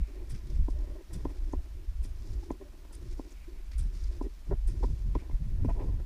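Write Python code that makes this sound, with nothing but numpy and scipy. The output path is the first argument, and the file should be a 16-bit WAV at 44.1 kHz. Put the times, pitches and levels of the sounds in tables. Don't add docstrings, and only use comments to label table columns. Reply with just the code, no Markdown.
import sys
import numpy as np
from scipy import signal
from scipy.fft import rfft, irfft, next_fast_len
from scipy.io import wavfile
from scipy.ndimage import uniform_filter1d, map_coordinates

SR = 44100
rng = np.random.default_rng(int(sys.argv[2]) if len(sys.argv) > 2 else 0)


def elevation(decibels):
    levels = np.asarray(decibels, float)
    return 10 ** (levels / 20)


def put_to_file(sound):
    columns = np.atleast_2d(sound).T
    safe = np.clip(columns, -1, 1)
    whole_steps = np.round(safe * 32767)
    wavfile.write(sys.argv[1], SR, whole_steps.astype(np.int16))


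N = 266805


def unit(x):
    return x / np.sqrt(np.mean(x ** 2) + 1e-20)


def even(x, seconds):
    power = np.abs(uniform_filter1d(x ** 2, round(seconds * SR)))
    return unit(x / (power + 1e-20) ** 0.3)


def curves(rows):
    s, *cols = np.transpose(rows)
    return [np.interp(np.arange(N) / SR, s, c) for c in cols]


def swells(rows, calm_db):
    t = np.arange(0, N + 32, 32) / SR
    power = sum(elevation(2 * db) * np.exp(-2 * ((t - s) / width) ** 2) for s, width, db in rows)
    return np.sqrt(elevation(2 * calm_db) + np.interp(np.arange(N) / SR, t, power))


def wobble(rate):
    knots = rng.standard_normal(int(N * rate / SR) + 4)
    return map_coordinates(knots, [np.arange(N) * rate / SR])


def grains(spiky_db):
    size_db = spiky_db * np.minimum(rng.exponential(size=N), 4)
    return unit(rng.standard_normal(N) * elevation(size_db))


def filtered(x, response):
    m = next_fast_len(N + 8192)
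    return irfft(rfft(x, m) * response(np.fft.rfftfreq(m, 1 / SR)), m)[..., :N]


def shape(points):
    f, db = np.transpose(points)
    return lambda hz: elevation(np.interp(np.log(hz + 1), np.log(f + 1), db))


def resonances(peaks):
    def response(f):
        return sum((-1) ** k * elevation(db) * 1j * f * w / (c * c - f * f + 1j * f * w)
                   for k, (c, w, db) in enumerate(peaks))
    return response


def add(track, s, x):
    track[round(s * SR):][:len(x)] += x


# time_s, level_db
BREEZE = [(0, -42), (.45, -39.5), (.95, -44.5), (1.05, -49.5), (1.3, -41.5), (1.7, -41.5), (2.2, -37),
          (2.56, -49), (2.9, -44), (3.3, -45.5), (3.67, -40), (4.0, -35), (4.36, -46), (4.72, -35.5),
          (5.0, -33.5), (5.26, -39), (5.5, -31.5), (6.05, -35.5)]
# peak_s, half_width_s, level_db
GUSTS = [(.004, 0.038, -23.5), (.22, 0.023, -33.5), (.335, 0.039, -34), (.53, 0.058, -29), (.605, .05, -20),
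         (.76, .12, -30), (.92, 0.045, -36.5), (1.16, 0.058, -34.5), (1.26, 0.05, -35),
         (1.43, 0.065, -30.5), (1.57, 0.043, -28.5), (1.77, 0.032, -32.5), (1.91, 0.037, -30.5),
         (2.0, 0.048, -29), (2.125, 0.024, -34.5), (2.35, 0.077, -30.5), (2.51, .03, -37),
         (3.12, 0.084, -35), (3.82, 0.072, -26.5), (4.07, 0.052, -28), (4.23, 0.055, -33.5),
         (4.55, 0.069, -28), (4.67, 0.032, -21.5), (4.87, 0.072, -27), (5.08, .04, -28),
         (5.155, 0.034, -24.5), (5.34, 0.026, -22.5), (5.58, 0.14, -29.5), (5.74, 0.059, -28),
         (5.94, 0.085, -30)]
# peak_s, half_width_s, level_db
EDDIES = [(.004, 0.024, -37.5), (.25, .04, -54), (.335, 0.027, -38.5), (.5, 0.059, -41.5), (.6, .04, -37.5),
          (.7, 0.066, -48), (.93, 0.046, -52.5), (1.16, 0.037, -38), (1.26, 0.033, -39.5), (1.56, .06, -55),
          (1.77, 0.046, -52), (1.92, .03, -52), (2.05, 0.047, -45), (2.21, .05, -48), (2.32, 0.041, -43),
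          (2.51, .03, -46), (3.06, .1, -48.5), (3.84, 0.063, -40.5), (3.98, 0.047, -48), (4.19, 0.041, -47),
          (4.52, 0.03, -32), (4.74, 0.052, -35), (4.91, 0.035, -32.5), (5.07, 0.053, -37),
          (5.17, 0.037, -39.5), (5.34, .02, -40), (5.42, 0.025, -36), (5.48, .025, -33), (5.53, .02, -38),
          (5.575, 0.03, -31), (5.625, .02, -31), (5.67, 0.044, -27), (5.8, .05, -40), (5.9, 0.06, -33),
          (5.98, 0.048, -37.5)]
# pitch_hz, level_db (per Hz)
BUFFET = [(8.8, -61), (15, 0), (32, 3), (49, 3), (62, -3), (110, -30), (140, -56), (240, -120)]
# pitch_hz, level_db (per Hz)
FLUTTER = [(47, -34.5), (80, 2), (166, -13), (357, -33), (426, -42), (500, -40), (650, -81), (1100, -120)]


def wind():
    breeze_db, = curves(BREEZE)
    buffet = swells(GUSTS, breeze_db)
    flutter = swells(EDDIES, breeze_db - 20.5)
    slow = even(filtered(rng.standard_normal(N), shape(BUFFET)), 0.0545)
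    fast = even(elevation(5.1 * wobble(30)) * filtered(rng.standard_normal(N), shape(FLUTTER)), 0.053)
    push = buffet * slow
    push = push / (1 + np.abs(push / .13) ** 4) ** .25
    return push + elevation(-1.5) * flutter * fast


# peak_s, half_width_s, swish_db, cloth_db (relative to the swish)
SWINGS = [
    (.03, 0.19, -71, 7),
    (.45, .3, -71, -1),
    (1.33, 0.46, -70, -0.5),
    (2.31, 0.15, -63.5, -6),
    (3.13, 0.21, -65.5, -4),
    (3.55, 0.36, -75.5, 3),
    (4.03, 0.16, -62, -2.5),
    (4.87, 0.14, -64, -6),
    (5.19, 0.074, -72, 9),
    (5.78, .12, -73, 6),
]
# pitch_hz, level_db (per Hz)
SWISH = [(2060, -58), (3500, -8), (5260, -2), (7790, -10), (8500, -14), (9250, -10.5), (10200, -16.5),
         (14300, -42)]
# pitch_hz, level_db (per Hz)
CLOTH = [(650, -47), (1100, -3), (1600, -3), (1830, -5.5), (2320, 0), (3500, -19.5), (4550, -27),
         (7700, -120)]


def clothes():
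    swish = swells([row[:3] for row in SWINGS], calm_db=-72)
    cloth = swells([(s, width, db + share_db) for s, width, db, share_db in SWINGS], calm_db=-73)
    rub = elevation(2.05 * wobble(40) + 1.74 * wobble(250)) * grains(spiky_db=4.0)
    smooth = unit(filtered(rub, shape(SWISH)))
    heavy = unit(filtered(rub, shape(CLOTH)))
    return elevation(-3.0) * swish * smooth + elevation(-6.0) * cloth * heavy


# start_s, length_s, rub_db, grit_db (relative to the rub)
STROKES = [(0.081, 0.15, -52, -12.5), (0.202, 0.23, -58, -12), (0.441, 0.14, -56, -12.5),
           (0.724, 0.13, -56.5, -8), (0.79, 0.22, -51.5, -11), (1.1, 0.18, -52, -11),
           (1.277, 0.08, -49.5, -13), (1.38, .07, -58.5, -12), (1.459, .11, -53, -16),
           (1.58, .1, -61.5, -6.5), (1.732, .12, -58.5, -15.5), (1.98, .2, -65.5, -9.5),
           (2.217, 0.18, -54, -13), (2.421, .12, -52, -19), (2.6, .06, -52, -14), (2.72, .2, -63, -12),
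           (2.93, 0.33, -55.5, -16), (3.228, 0.097, -58, -13), (3.478, .03, -54, -21),
           (3.51, 0.085, -58, -15), (3.777, .3, -61, -16), (4.088, .13, -54.5, -12),
           (4.233, .035, -42.5, -21), (4.468, .08, -53.5, -12), (4.658, .16, -53, -14.5),
           (4.832, 0.096, -53.5, -21), (4.95, 0.19, -61.5, -9.5), (5.163, 0.15, -57.5, -10),
           (5.33, 0.15, -71.5, 1.5), (5.502, 0.52, -59, -8)]
# pitch_hz, width_hz, level_db
HUM = [(278, 75, -3.5), (362, 64, 0)]
# pitch_hz, width_hz, level_db
GRIT = [(601, 80, 4.5), (825, 140, -4), (1027, 51, -1), (1870, 110, -8)]


def strap():
    rise_s, fall_s, slack_db = 0.021, .017, -76
    t = np.arange(N) / SR
    s, length, rub_db, grit_db = np.transpose(STROKES)[:, :, None]
    pull = np.clip((t - s) / rise_s + .5, 0, 1) ** 2
    pull = pull * np.exp(-2 * np.maximum(t - s - length, 0) / fall_s)
    force = np.sqrt(elevation(2 * slack_db) + (elevation(2 * rub_db) * pull).sum(axis=0))
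    grit = np.sqrt(elevation(2 * slack_db) + (elevation(2 * (rub_db + grit_db)) * pull).sum(axis=0))
    rub = elevation(3.2 * wobble(45)) * grains(spiky_db=3)
    hum = even(filtered(rub, lambda f: resonances(HUM)(f) ** 1.115), 0.075)
    scrape = even(filtered(rub, resonances(GRIT)), 0.087)
    return elevation(-2.0) * force * hum + elevation(-0.43) * grit * scrape


# peak_s, half_width_s, level_db
WEBBING = [
    (.1, .16, -73),
    (3.4, 0.12, -70.5),
    (3.6, 0.085, -74.5),
    (3.745, 0.026, -64.5),
    (5.2, 0.036, -68.5),
]
# pitch_hz, width_hz, level_db
WEBBING_RING = [(2320, 320, 0)]


def webbing():
    rub = elevation(3.2 * wobble(60)) * grains(spiky_db=3.5)
    return swells(WEBBING, calm_db=-95) * unit(filtered(rub, resonances(WEBBING_RING)))


# start_s, length_s, pitch_hz, level_db (peak)
SQUEAKS = [(2.602, 0.03, 385, -41), (2.426, 0.015, 840, -53), (4.509, .028, 391, -32),
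           (4.512, .022, 570, -38), (4.83, .02, 470, -38), (4.842, .02, 260, -38), (2.606, .025, 590, -54),
           (.75, .03, 590, -55), (.83, .03, 600, -56), (.9, .03, 570, -55), (.95, .03, 610, -56),
           (.49, .025, 360, -48), (.215, .025, 320, -48), (.995, .025, 350, -48), (5.153, .021, 325, -29.5),
           (2.425, .02, 340, -47), (2.458, .02, 370, -48), (2.645, .04, 590, -57), (2.73, .02, 340, -54),
           (3.477, .02, 340, -45), (5.795, .025, 325, -39), (5.83, .04, 330, -47), (5.652, .02, 230, -30),
           (4.235, .03, 385, -42)]


def squeaks():
    out = np.zeros(N + SR)
    for s, length, hz, db in SQUEAKS:
        t = np.arange(round(length * SR)) / SR
        note = np.sin(2 * np.pi * hz * t) + 0.084 * np.sin(4 * np.pi * hz * t)
        add(out, s, elevation(db) * np.sin(np.pi * t / length) * note)
    return out[:N]


# start_s, level_db (peak), pitch_hz,
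# length_s
CRACKS = [(.2712, -57, 4960, .004), (.305, -51, 9200, .005), (.318, -54, 8900, .005),
          (.349, -51, 2300, .004), (.388, -58, 5000, .003), (0.5, -51, 5400, .004),
          (.7875, -57, 5250, .005), (1.2505, -50, 2000, .004), (1.135, -48, 7700, .006),
          (1.148, -51, 9200, .005), (1.5243, -54, 6410, .01), (2.04, -52, 9300, .005),
          (2.055, -54, 7800, .005), (2.1893, -62, 5400, .005), (2.306, -56, 5270, .005),
          (2.503, -51, 2100, .004), (2.5121, -53, 6480, .008), (2.61, -57, 1050, .014),
          (2.612, -59, 1750, .012), (2.655, -63, 1700, .012), (2.849, -56, 2200, .004),
          (3.18, -57, 5020, .004), (3.304, -58, 7200, .006), (3.318, -52, 6450, .012),
          (3.716, -53, 4520, .006), (3.733, -55, 4500, .005), (3.785, -57, 1350, .02),
          (3.794, -52, 9100, .012), (3.804, -54, 7600, .01), (3.999, -58, 5450, .004),
          (4.039, -55, 4680, .004), (4.123, -58, 4310, .004), (4.225, -57, 7500, .006),
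          (4.685, -52, 9000, .005), (4.697, -54, 6000, .005), (4.802, -60, 5280, .004),
          (5.1503, -55, 3400, 0.0046), (5.1515, -51, 2150, .005), (5.3094, -54, 2100, .006),
          (5.648, -55, 2400, .004), (5.692, -54, 2450, .005), (5.699, -52, 1950, .008),
          (5.794, -54, 1650, .005), (5.795, -57, 2600, .004), (5.81, -57, 2350, .01),
          (.2995, -57, 12300, .003), (.299, -55, 9200, .003), (4.832, -43, 1040, .012),
         (1.133, -52, 10800, .006), (1.135, -51, 5000, .008), (3.828, -56, 9200, .006),
         (1.1315, -56, 12600, .003), (1.16, -60, 11800, .004), (2.035, -58, 11800, .003),
         (2.93, -52, 9200, .003), (2.931, -58, 11500, .003), (3.783, -51, 9300, .003),
         (3.785, -58, 12300, .003), (4.678, -52, 9200, .003), (4.6785, -58, 12500, .003),
         (4.833, -55, 1350, .008), (4.834, -59, 2150, .005), (5.998, -57, 1800, .012)]


def cracks():
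    out = np.zeros(N + SR)
    t, f = np.arange(2048) / SR, np.fft.rfftfreq(2048, 1 / SR)
    for s, db, hz, length in CRACKS:
        burst = rng.standard_normal(len(t)) * (1 - np.exp(-t / .0006)) * np.exp(-(t / length) ** 2)
        ring = irfft(rfft(burst) * resonances([(hz, hz / 10, 0)])(f))
        add(out, s, elevation(db) * ring / np.abs(ring).max())
    return out[:N]


# time_s, level_db (peak), crush_s
STEPS = [
    (0.2975, -46, 0.023),
    (1.131, -43, 0.019),
    (2.033, -47, 0.022),
    (2.9275, -47, 0.016),
    (3.782, -44, 0.019),
    (4.676, -47, 0.025),
]
# time_s, level_db (peak), coarse_db, pack_db (both relative), crush_s
CRUMBS = [(0.3444, -64, 5, 9.5, 0.013), (0.4673, -61, 1.5, -11, 0.0093), (0.4988, -60, 3, -7, 0.0063),
          (0.5501, -57, -3, -5, 0.0088), (0.6998, -53.5, -4.5, -14, 0.012), (1.2994, -58, -8, 1, 0.0092),
          (1.4394, -58.5, -1, -8, 0.0089), (1.5239, -60, -14, -11, 0.0093), (2.3062, -65, -5, -7, 0.021),
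          (2.5117, -58, -3, -12, 0.0094), (2.9494, -61, -15, -16, 0.0097), (3.1094, -60, -9, -13, 0.019),
          (3.3106, -54, -5, -12, 0.012), (3.715, -57, 3, 4, 0.0072), (3.732, -64, 3, 1, 0.007),
          (3.824, -56, -9, -8, 0.0092), (4.038, -56, 4, -7, 0.0044), (4.1215, -62, 4.5, 0, 0.0092),
          (4.2194, -59.5, -1, -7, 0.021), (4.8294, -58, -3, -5, 0.0087), (5.1494, -59, 3, 10.5, 0.006),
          (5.6471, -60, -2, 3, 0.013), (5.692, -63, 0, 11, 0.011), (5.795, -68, 0, 12, 0.013)]
# pitch_hz, width_hz, level_db
FINE = [(6860, 910, -6), (7870, 430, 0.5), (9200, 320, 5), (11200, 1600, -9.5), (12700, 990, -14)]
# pitch_hz, width_hz, level_db
COARSE = [(3440, 540, -2.5), (4940, 630, 3), (5850, 1100, -0.5)]
# pitch_hz, width_hz, level_db
PACKING = [(1440, 330, -3), (1890, 250, 0), (2470, 310, -1.5)]


def snow():
    rise_share = 0.42
    t = np.arange(SR // 5) / SR

    def press(hold):
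        rise = 1 - np.exp(-(t / (rise_share * hold)) ** 2)
        return rise / np.sqrt(1 + (t / hold) ** 4) * (t < 6 * hold)

    def crunch(peaks):
        return unit(filtered(elevation(2.6 * wobble(250)) * grains(spiky_db=4.2), resonances(peaks)))

    fine, coarse, pack = np.zeros((3, N + SR))
    steps = [(s, db, -7.5, -12.5, crush) for s, db, crush in STEPS]
    for s, db, coarse_db, pack_db, crush in steps + CRUMBS:
        start = s - rise_share * crush
        add(fine, start, elevation(db - 10.5) * press(crush))
        add(coarse, start, elevation(db + coarse_db - 5) * press(1.36 * crush))
        add(pack, start, elevation(db + pack_db - 6.0) * press(1.4 * crush))
    return fine[:N] * crunch(FINE) + coarse[:N] * crunch(COARSE) + pack[:N] * crunch(PACKING)


# pitch_hz, width_hz, level_db
BOOM = [(153, 140, -11.5), (268, 76, 3.5), (380, 100, 0.5)]
# pitch_hz, width_hz, level_db
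KNOCK = [(570, 120, -2.5), (695, 110, -2.5), (830, 150, -3.5), (1015, 85, 3)]
# pitch_hz, width_hz, level_db
TICK = [(1340, 69, -6.5), (1790, 144, -3.5), (2010, 260, -6), (3000, 790, -17)]


def blow(boom_db, tick_db, scatter_db, top_hz=6000, pad_hz=1500):
    modes = []
    for rows, extra_db in ((BOOM, boom_db), (KNOCK, 0), (TICK, tick_db)):
        for hz, width, db in rows:
            modes.append((hz, width, db + extra_db + rng.normal(0, scatter_db)))
    f = np.fft.rfftfreq(4096, 1 / SR)
    soft = 1 / (1 + 1j * f / pad_hz) ** 3 / (1 + (f / top_hz) ** 14)
    dead_hz, dead_wide_hz, left = 1160, 260, .15
    gap = dead_hz ** 2 - f * f
    dead = (gap + 1j * f * dead_wide_hz * left) / (gap + 1j * f * dead_wide_hz)
    bending = .017
    late = np.exp(-4j * np.pi * bending * np.sqrt(f))
    return irfft(resonances(modes)(f + 1) * soft * dead * late)


# time_s, level_db (peak), boom_db, tick_db (both relative)
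KNOCKS = [(0.551, -62, 0, 1), (0.683, -31.5, -7.5, -35), (1.109, -52, -18, -8), (1.253, -26, -8, -25),
          (1.534, -26.5, -10, -28.5), (2.05, -49, -5, -9), (2.505, -25, -8.5, -24.5),
          (2.749, -55, -11, -11), (2.849, -46, -14, -11), (3.194, -31, -7.5, -31), (3.713, -56, -12, -5),
          (4.212, -28.5, -8, -40), (4.807, -58, 6, -20), (5.152, -28.5, -12, -28), (5.221, -46.5, -5, -24),
          (5.296, -40, -9, -30), (5.311, -45, -18, -15), (5.647, -35, -1, -36)]
# delay_s, level_db
CHATTER = [
    (-.0006, -14),
    (.0016, -13),
    (.0027, 3),
    (.0095, -11.5),
]


def knocks():
    out = np.zeros(N + SR)
    for s, db, boom_db, tick_db in KNOCKS:
        for late, more_db in CHATTER:
            at = s - .0038 + late + rng.normal(0, 0.0001)
            hit = elevation(db + 32.2 + more_db) * blow(boom_db + 14.3, tick_db + 14.5, scatter_db=0.6)
            add(out, at, hit)
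            add(out, at + .0125 + late, elevation(-20) * hit)
    return out[:N]


CREAK_TOP_HZ = 2150

# start_s, length_s, level_db (rms), boom_db, tick_db (both relative)
CREAKS = [
    (4.51, 0.026, -41, -2, -4),
    (4.827, 0.022, -39, -2, -14),
    (5.684, 0.03, -45, -15, -32),
    (5.752, 0.045, -50, -3, -22),
    (5.79, 0.058, -46, -2.5, -24),
    (5.843, 0.072, -50.5, 3, -21),
    (2.9, 0.035, -63.5, -2, -1),
    (5.99, .02, -55, -1.5, -1),
    (5.152, 0.014, -40.5, -3, -17),
    (4.9, 0.013, -60, 0, -6),
]


def creaks():
    out = np.zeros(N + SR)
    for s, length, db, boom_db, tick_db in CREAKS:
        run = np.zeros(SR // 2)
        gap = rng.uniform(.4, 1.6, 60) / 560
        size_db = rng.normal(0, 2.5, 60)
        slip = blow(boom_db + 5.0, tick_db + 12.5, scatter_db=2.0, top_hz=CREAK_TOP_HZ, pad_hz=900)
        for late, more_db in zip(np.cumsum(gap) - gap[0], size_db):
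            swell = np.clip(np.sin(np.pi * (late + 0.0038) / (length + 0.0043)), 0, 1)
            push = np.sqrt(swell) * (late < length)
            add(run, late, push * elevation(more_db) * slip)
        add(out, s - .002, elevation(db) * run / np.std(run[:round((length + .01) * SR)]))
    return out[:N]


# time_s, level_db (peak)
SLIPS = [(4.533, -45), (5.647, -37), (5.654, -43), (5.687, -37), (5.691, -40), (5.696, -33), (5.703, -33.5),
         (5.71, -44), (5.721, -52), (5.747, -50), (5.76, -48), (5.772, -49), (5.778, -44), (5.786, -42),
         (5.794, -35), (5.801, -41), (5.808, -40), (5.819, -38), (5.826, -41), (5.834, -44), (5.842, -50),
         (5.875, -51), (5.885, -47), (5.895, -51), (5.919, -54), (5.931, -56), (5.996, -50), (6.003, -52),
         (4.5115, -35), (4.523, -37), (4.526, -38), (4.884, -50), (2.93, -52)]


def slips():
    out = np.zeros(N + SR)
    for s, db in SLIPS:
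        jerk = blow(-9.0, -3.0, scatter_db=3.0, top_hz=CREAK_TOP_HZ, pad_hz=780)
        add(out, s - .0015, elevation(db - .6) * jerk / np.abs(jerk).max())
    return out[:N]


def scene():
    air_and_cloth = wind() + clothes() + strap() + webbing()
    ground = cracks() + snow()
    mount = squeaks() + knocks() + creaks() + slips()
    return (air_and_cloth + ground + mount)[None]


def starve(x):
    starved_hz = 12700
    hz, t, z = signal.stft(x, SR, nperseg=256)
    load_db = 10 * np.log10(np.abs(uniform_filter1d(x[0] ** 2, SR // 12)) + 1e-12)
    load_db = load_db[np.minimum((t * SR).astype(int), N - 1)]
    luck = rng.uniform(size=(33, len(t) // 3 + 1))
    luck = np.repeat(np.repeat(luck, 4, 0), 3, 1)[:len(hz), :len(t)]
    odds = .5 / (1 + np.exp(-(load_db + 33) / 3))
    odds = odds * np.clip(.45 + (hz[:, None] - starved_hz) / 4000, 0, 1)
    lost = (luck < odds) & (hz[:, None] > starved_hz)
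    return signal.istft(z * np.where(lost, elevation(-25), 1), SR, nperseg=256)[1][:, :N]


def top_cut(x):
    return signal.sosfilt(signal.butter(12, 16120, fs=SR, output="sos"), x)


# pitch_hz, level_db (per Hz)
HISS = [(88, -47), (150, -9.5), (217, -9), (615, -23.5), (905, -21), (2830, -24.5), (7880, -32),
        (15200, -33)]


def record(dry):
    x = dry + elevation(-64) * unit(filtered(rng.standard_normal(N), shape(HISS)))
    x = x * np.minimum(.5 + np.arange(N) / (.006 * SR), 1)
    x = filtered(starve(x), lambda hz: np.where(hz < 15320, 1, elevation(-35)))
    return top_cut(x)


dry = scene()
out = record(dry)
put_to_file(out)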